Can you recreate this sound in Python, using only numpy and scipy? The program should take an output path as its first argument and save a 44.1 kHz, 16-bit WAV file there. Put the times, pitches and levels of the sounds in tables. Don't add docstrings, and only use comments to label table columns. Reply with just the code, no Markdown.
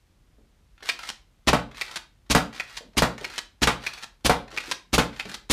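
import sys
import numpy as np
from scipy import signal
from scipy.fft import rfft, irfft
from scipy.io import wavfile
from scipy.ndimage import uniform_filter1d

SR = 44100
rng = np.random.default_rng(int(sys.argv[2]) if len(sys.argv) > 2 else 0)


def transcribe(u):
    v = np.clip(np.atleast_2d(u).T, -1, 1)
    q = np.round(v * 32767).astype(np.int16)
    wavfile.write(sys.argv[1], SR, q)


def to_linear_factor(level_db):
    exponent = np.asarray(level_db, float) / 20
    return 10 ** exponent


N = 243476

# t/s, peak level/dB, rattle length/s, low-band level/dB, shell ring level/dB
REAR_STOPS = [(0.8889, -11.5, 0.011, 4, -18), (1.8114, -14, 0.0089, -14, -12.5),
              (2.5977, -22, 0.0093, 3, -9), (3.244, -24, 0.009, -1, -6.5),
              (3.8645, -18.5, 0.0114, -9, -10.5), (4.5741, -21, 0.0099, -5, -6),
              (5.1976, -24, 0.011, 8, -13)]
# t/s, peak level/dB, rattle length/s, low-band level/dB, shell ring level/dB
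FRONT_STOPS = [(1.0886, -17.5, 0.014, 1.5, -23), (1.9579, -17.5, 0.015, 3.4, -22.5),
               (2.7679, -22.5, 0.016, 1.45, -24.5), (3.3796, -16, 0.011, 1.5, -22),
               (4.0258, -23.5, 0.017, 1.5, -18.5), (4.7133, -13, 0.0098, 0.51, -24),
               (5.3425, -20.5, 0.0078, 3.4, -17)]
# f/Hz, level per Hz/dB
SLIDE_SPECTRUM = [(120, -15.5), (250, -12.5), (570, -9), (1000, -2), (1900, -1), (2600, -6), (4200, -7),
                  (6300, -15), (10000, -23.5), (14600, -32.5), (16000, -42.5)]


def rms_one(x):
    return x / np.sqrt(np.mean(x ** 2) + 1e-20)


def at_hz(points, hz):
    table_hz, value = np.array(points)[:, 0], np.array(points)[:, 1]
    return np.interp(np.log(hz), np.log(table_hz), value)


def colour(x, points):
    size = 4096
    bin_hz = np.maximum(np.arange(size // 2 + 1), 1) * SR / size
    cepstrum = irfft(np.log(to_linear_factor(at_hz(points, bin_hz))))
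    cepstrum[1:size // 2] *= 2
    cepstrum[size // 2 + 1:] = 0
    pulse = irfft(np.exp(rfft(cepstrum)))
    return signal.oaconvolve(x, pulse / np.linalg.norm(pulse))[:N]


def split(x, hz):
    low = signal.sosfilt(signal.butter(2, hz, fs=SR, output="sos"), x)
    high = signal.sosfilt(signal.butter(2, hz, "high", fs=SR, output="sos"), x)
    return low, high


def shelve(x, hz, low_gain, high_gain):
    low = signal.sosfilt(signal.butter(1, hz, fs=SR, output="sos"), x)
    return low * low_gain + (x - low) * high_gain


def held(times, db):
    step = np.searchsorted(times * SR - 64, np.arange(N))
    return to_linear_factor(np.append(db[0], db))[step]


def gate(times, level_db, hold, t60):
    t = np.arange(SR // 4) / SR
    out = np.zeros(N + SR)
    for start, db, hold_s in np.broadcast(times, level_db, hold):
        i = round(start * SR)
        out[i:i + len(t)] += to_linear_factor(db - 60 * np.maximum(t - hold_s, 0) / t60)
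    return out[:N]


def grit(rough_db):
    unevenness = np.minimum(rng.exponential(1, N), 3)
    return rms_one(rng.standard_normal(N) * to_linear_factor(rough_db * unevenness))


def ring(clicks, hz, t60):
    r = to_linear_factor(-60 / (t60 * SR))
    w = 2 * np.pi * hz / SR
    return signal.lfilter([0, np.sin(w)], [1, -2 * r * np.cos(w), r * r], clicks + 1e-18)


def strike(times, level_db, modes, spread_db):
    share = rng.standard_normal((len(times), len(modes)))
    out = np.zeros(N)
    for k, (hz, mode_db, t60) in enumerate(modes):
        clicks = np.zeros(N + SR)
        clicks[np.round(times * SR).astype(int)] = to_linear_factor(level_db + mode_db + spread_db * share[:, k])
        out += ring(clicks[:N], hz, t60)
    return out


def hush():
    # f/Hz, level per Hz/dB
    floor_spectrum = [(20, -5), (45, 7), (70, -2.5), (130, -9.5), (250, -15), (450, -20.5), (1000, -23.5),
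                      (3500, -28), (8000, -34), (14000, -40), (16000, -52)]
    lumps = to_linear_factor(1.7 * rms_one(split(rng.standard_normal(N), hz=21)[0]))
    noise = shelve(colour(rng.standard_normal(N), floor_spectrum), 200, lumps, 0.7)
    return to_linear_factor(-58) * split(noise, hz=22)[1]


def thuds():
    # t/s, peak level/dB, pitch f/Hz
    drops = [(0.095, -57.5, 101), (0.197, -58.5, 125), (0.3, -62, 161), (0.382, -52, 320),
             (0.413, -59, 158), (0.606, -57, 102.5), (0.824, -43, 480), (2.143, -58, 102),
             (2.805, -41.5, 514), (2.948, -49, 560), (0.929, -49, 350), (3.21, -34, 425), (4.529, -39, 510),
             (4.678, -37.5, 285), (4.748, -57, 194), (5.25, -37, 420), (5.299, -44, 178)]
    size, t60 = 4096, 0.097
    t = np.arange(size) / SR
    out = np.zeros(N)
    for start, peak_db, hz in drops:
        body = ring(rng.standard_normal(size), hz, 2.5 / hz)
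        body = split(split(body, hz=900)[0], hz=0.49 * hz)[1]
        soft_onset = np.minimum(t / 0.002, 1)
        i = round(start * SR)
        out[i:i + size] += to_linear_factor(peak_db - 14.5) * rms_one(body * to_linear_factor(-60 * t / t60) * soft_onset)
    return out


def ticks(rows, ring_hz):
    start, peak_db, bright_db = np.transpose(rows)
    rise_s = 0.0017
    envelope = gate(start + rise_s / 2, peak_db - 12.0, 0.004, t60=0.02)
    burst = grit(rough_db=4.0) * uniform_filter1d(envelope, int(rise_s * SR) + 1)
    shell = shelve(colour(burst, SLIDE_SPECTRUM), 4000, 1.0, held(start, bright_db))
    return shell + to_linear_factor(-22) * ring(burst, ring_hz, 2.9 / ring_hz)


def slide(strokes, stops, swell_db, shine_db, settle):
    t = np.arange(N) / SR
    gain, bright_db = np.zeros(N), np.zeros(N)
    for (start, db, top_db), stop in zip(strokes, np.transpose(stops)[0]):
        to_go = np.clip((stop - t) / (stop - start), 0, 1)
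        after = np.maximum(t - stop, 0)
        gain += (t > start) * to_linear_factor(db - 2 - swell_db * to_go - 60 * after / settle)
        dullness = np.maximum(to_go, np.minimum(after / 0.035, 1))
        bright_db = np.where(t > start, top_db - shine_db * dullness, bright_db)
    catch = to_linear_factor(1.8 * rms_one(split(rng.standard_normal(N), hz=90)[0]))
    snag_clicks = (rng.random(N) < 600 / SR) * rng.exponential(1, N)
    snags = 1 + to_linear_factor(5) * signal.lfilter([1], [1, -0.97], snag_clicks + 1e-18)
    rubbing = rms_one(grit(rough_db=4.5) * snags) * catch * uniform_filter1d(gain, size=200)
    return shelve(colour(rubbing, SLIDE_SPECTRUM), 4700, 0.6, to_linear_factor(bright_db))


def pump():
    # t/s, peak level/dB, brightness level/dB
    pull_ticks = [(0.777, -42.5, -15), (0.8037, -39, -11.5), (0.8242, -28.5, -12), (0.8614, -45, 3),
                  (1.712, -35, -4), (1.7444, -32.5, -9), (1.7692, -29.5, 4.5), (2.5268, -32.5, 1.5),
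                  (2.5444, -34, 1), (2.5609, -33, 6), (3.1787, -26.5, 0.5), (3.209, -30.5, 3),
                  (3.8357, -27.5, -1.5), (4.4778, -30.5, -12), (4.5115, -30, -5), (4.5411, -34, -7),
                  (4.566, -34.5, 6), (5.127, -32, -17), (5.1617, -32, -9)]
    # t/s, peak level/dB, brightness level/dB
    push_ticks = [(0.989, -26, 6), (1.0316, -27, 2.5), (1.9106, -31, 8.5), (1.989, -38.5, -5),
                  (2.6724, -49, 8), (2.7124, -38, -7), (3.2984, -31, 6), (3.3362, -30, 4),
                  (3.3563, -29.5, 3.5), (3.933, -29.5, 8.5), (3.9758, -27, 0.5), (4.6014, -27, 4.5),
                  (4.6364, -25, -8), (4.6684, -32.5, -3), (5.2525, -31, 5), (5.2927, -30.5, 10)]
    # t/s, peak level/dB, brightness level/dB
    trigger_ticks = [
        (2.2622, -54.5, 6),
        (2.932, -47, -4.5),
        (4.2063, -55.5, 4),
    ]
    # start t/s, friction level/dB and brightness level/dB at the stop
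    pulls = [(.824, -45.5, 14), (1.75, -38, 4.5), (2.53, -41, 2), (3.178, -43.5, 3), (3.8, -38, 1.5),
             (4.505, -40.5, 4), (5.12, -42, 2.5)]
    # start t/s, friction level/dB and brightness level/dB at the stop
    pushes = [(1.005, -43.5, 8.8), (1.87, -41.5, 5.1), (2.67, -46, 7.5), (3.265, -46, 7.9),
              (3.94, -47.5, 7.7), (4.63, -46.5, 13.4), (5.26, -44, 7)]
    pull = slide(pulls, REAR_STOPS, swell_db=9.5, shine_db=2, settle=0.26)
    pull = pull + ticks(pull_ticks, ring_hz=1810)
    push = slide(pushes, FRONT_STOPS, swell_db=0, shine_db=8.5, settle=0.1)
    push = push + ticks(push_ticks, ring_hz=2250)
    return pull + push + ticks(trigger_ticks, ring_hz=2450)


def clacks(rows, points, ring_hz, high_db):
    start, peak_db, rattle, low_db, ring_db = np.transpose(rows)
    rattling = gate(start, peak_db - 9, rattle, t60=0.025)
    first_hit = gate(start, peak_db - 17.5, 0.00082, t60=0.011)
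    blows = grit(rough_db=10.5) * (rattling + first_hit)
    shell = shelve(colour(blows, points), 790, held(start, low_db), 0.72)
    shell = shelve(shell, 6000, 0.85, to_linear_factor(high_db))
    hollow = ring(blows * held(start, ring_db), ring_hz, t60=0.006)
    return split(shell + hollow, hz=212)[1]


def grip_stops():
    # f/Hz, level per Hz/dB
    rear_spectrum = [(150, -29.5), (700, -14), (1300, -10), (1900, 0.5), (2450, -0.5), (3200, -2),
                     (4700, -6), (6000, -13.5), (10000, -25), (15000, -35.5), (16000, -43)]
    # f/Hz, level per Hz/dB
    front_spectrum = [(150, -8), (570, -18.5), (950, -1.5), (1300, -9.5), (1750, 1), (2300, 1), (4200, 0),
                      (6400, -6), (10400, -16.5), (14500, -31.5), (16000, -46.5)]
    rear = clacks(REAR_STOPS, rear_spectrum, ring_hz=2485, high_db=4.5)
    front = clacks(FRONT_STOPS, front_spectrum, ring_hz=1823, high_db=1.2)
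    return rear + front


def spring_ring():
    # f/Hz, level/dB, t60/s
    spring_modes = [(3830, -36, 0.2), (1800, -38, 0.11)]
    start, peak_db = np.transpose(FRONT_STOPS)[:2]
    return strike(start, peak_db, spring_modes, spread_db=-2.5)


def rush_db(t):
    rise_s, hold_s, sag_s, t60 = 0.013, 0.0066, 0.0093, 0.066
    start_db, top_db, sag_db = -28.5, -18, -6.5
    leak_s, leak_db = 0.0052, -50.5
    bottom = rise_s + hold_s
    level = np.interp(t, [0, rise_s, bottom, bottom + sag_s], [start_db, top_db, top_db, top_db + sag_db])
    level = level - 60 * np.maximum(t - bottom - sag_s, 0) / t60
    return np.where(t > 0, level, np.where(t > -leak_s, leak_db, -np.inf))


def shots():
    releases = [1.4713, 2.2995, 2.9693, 3.6179, 4.2469, 4.9292, 5.498]
    # level/dB, brightness level/dB, thump level/dB
    shot_levels = [
        (5, -6, 3),
        (0.5, 2, 0),
        (2, -0.5, 0.5),
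        (3, -2.5, 1),
        (0.5, 3, 0.5),
        (1, 2, 0.5),
        (1.5, 2, 0),
    ]
    # t after release/s, level/dB
    slam_delays = [
        (.0103, -9),
        (.0138, -9),
        (.0165, -12),
        (.0202, -11),
    ]
    # f/Hz, level/dB, t60/s
    head_modes = [(1150, -16, 0.0033), (2940, -1, 0.0022), (4170, -13.5, 0.0013), (6900, -12.5, 0.0017),
                  (9450, -8.5, 0.0017)]
    # f/Hz, level per Hz/dB
    rush_spectrum = [(210, -24.5), (350, 1), (870, 1), (1500, -2), (3700, -2.5), (6000, -6), (9500, -16),
                     (12500, -21.5), (14800, -27.5), (16000, -51)]
    # f/Hz, level/dB, t60/s
    tube_modes = [(232, -23, .12), (288, -24, .14)]
    # f/Hz, level/dB, t60/s
    room_modes = [(63.6, -23.5, 0.4), (46.5, -41.5, 0.94), (125.8, -29.5, 0.55), (178, -27, 0.2)]
    start = np.array(releases)
    force_db, bright_db, thump_db = np.transpose(shot_levels)
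    t = np.arange(N) / SR
    rush = sum(to_linear_factor(rush_db(t - at) + db) for at, db in zip(start, force_db))
    slams = sum(strike(start + late, force_db + db, head_modes, spread_db=6.0) for late, db in slam_delays)
    air = colour(rush * grit(rough_db=3.0), rush_spectrum) + slams
    air = shelve(air, 6000, 0.85, held(start - 0.01, bright_db))
    thump = strike(start + 0.0012, thump_db, tube_modes, spread_db=0.5)
    thump = thump - strike(start + 0.0055, thump_db, room_modes, spread_db=0.3)
    return air, split(thump, hz=705)[0]


def smacks():
    arrivals = [1.5311, 2.3494, 3.0211, 3.6721, 4.2955, 4.9807]
    # peak level/dB, boom level/dB, snap level/dB, sizzle level/dB, knock level/dB
    dart_levels = [
        (-8, 0, -0.7, -0.5, 0),
        (-6, 1.6, 0.3, 6.5, -0.1),
        (-7.5, -1.2, -0.6, 4.5, 2.2),
        (-11.5, -1, 9.5, -4.2, -3.5),
        (-7, -3, .2, 2.5, 0.5),
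        (-9.5, 2, 4, 4, 2),
    ]
    # f/Hz, level/dB, t60/s
    board_modes = [(560, -7, .02), (690, -3, .03), (880, -6, .02), (1070, -2, .02), (1350, -5, .02),
                   (2250, -10, .01)]
    # f/Hz, level/dB, t60/s
    boom_modes = [(151, -21, 0.059), (176.5, -1, 0.079), (227, 1, 0.086), (282, -8.5, 0.1)]
    # f/Hz, level per Hz/dB
    panel_spectrum = [(150, -21.5), (370, -7), (600, 1), (1070, 0.5), (1500, -4), (2300, -9.5), (4500, -18),
                      (9700, -31), (14800, -41.5), (16000, -53.5)]
    start = np.array(arrivals)
    peak_db, boom_db, snap_db, sizzle_db, knock_db = np.transpose(dart_levels)
    tip = -strike(start, peak_db - 2.5, board_modes, spread_db=1.4)
    shaft = -strike(start + 0.0021, peak_db - 7, board_modes, spread_db=2.4)
    boom = -strike(start + 0.0058, peak_db + boom_db - 8.5, boom_modes, spread_db=-0.2)
    shudder = colour(grit(rough_db=3) * gate(start, peak_db - 7, 0.01, t60=0.14), panel_spectrum)
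    crack = grit(rough_db=-8.5) * gate(start, peak_db - 11, 0.0012, t60=0.023)
    crack = split(split(crack, hz=2000)[1], hz=8000)[0]
    shudder = shelve(shudder + crack, 2600, 0.68, held(start, snap_db))
    shudder = shelve(shudder, 7000, 0.99, held(start, sizzle_db))
    return (tip + shaft) * held(start, knock_db) + shudder, boom


def scuffs():
    # t/s, peak level/dB, start f/Hz, end f/Hz, length/s
    skids = [
        (5.254, -38.5, 146, 368, 0.0352),
        (2.843, -48.5, 310, 97, 0.024),
    ]
    out = np.zeros(N)
    for start, peak_db, start_hz, end_hz, length in skids:
        along = np.linspace(0, 1, int(length * SR))
        wobble = rms_one(split(rng.standard_normal(4096), hz=60)[0])[:len(along)]
        pitch = (start_hz + (end_hz - start_hz) * along) * (1 + 0.037 * wobble)
        tone = np.sin(2 * np.pi * np.cumsum(pitch) / SR)
        out[round(start * SR):][:len(along)] += to_linear_factor(peak_db) * np.sin(np.pi * along ** 0.44) * tone
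    return out


def room(x):
    # f/Hz, t60/s
    decay = [(60, 0.16), (250, 0.39), (1000, 0.29), (4000, 0.29), (12000, 0.21)]
    t = np.arange(SR // 2) / SR
    tail = 0
    for hz in 45 * 2. ** (np.arange(26) / 3):
        edges = [hz / 2 ** (1 / 6), hz * 2 ** (1 / 6)]
        band = signal.butter(2, edges, "band", fs=SR, output="sos")
        t60 = at_hz(decay, hz)
        dying = signal.sosfilt(band, rng.standard_normal(len(t))) * to_linear_factor(-60 * t / t60)
        tail = tail + rms_one(dying) * np.sqrt(hz * t60)
    tail = tail * np.clip(t / 0.0013, 0, 1)
    return signal.oaconvolve(x, tail / np.linalg.norm(tail))[:N]


def scene():
    background = hush()
    small = pump() + thuds() + scuffs()
    stops = grip_stops()
    spring = spring_ring()
    rush, thump = shots()
    smack, boom = smacks()
    near = to_linear_factor(-13.5) * rush + to_linear_factor(-10.5) * stops + to_linear_factor(-2.5) * small
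    far = to_linear_factor(-9) * smack + to_linear_factor(-8.0) * boom
    sway = 2 * np.pi * 4.3 * np.arange(N) / SR
    wet = room(near * np.cos(sway) + far) + room(near * np.sin(sway))
    return (rush + thump + smack + boom + stops + spring + small + wet + background)[None]


def roll_off(x):
    return signal.sosfilt(signal.butter(12, 16320, fs=SR, output="sos"), x)


def record(dry):
    cut = split(dry, hz=26)[1]
    flat = cut / (1 + (np.abs(cut) / 0.47) ** 4) ** (1 / 4)
    top = signal.cheby1(8, 0.5, 15150, fs=SR, output="sos")
    return roll_off(signal.sosfilt(top, flat))


dry = scene()
out = record(dry)
transcribe(out)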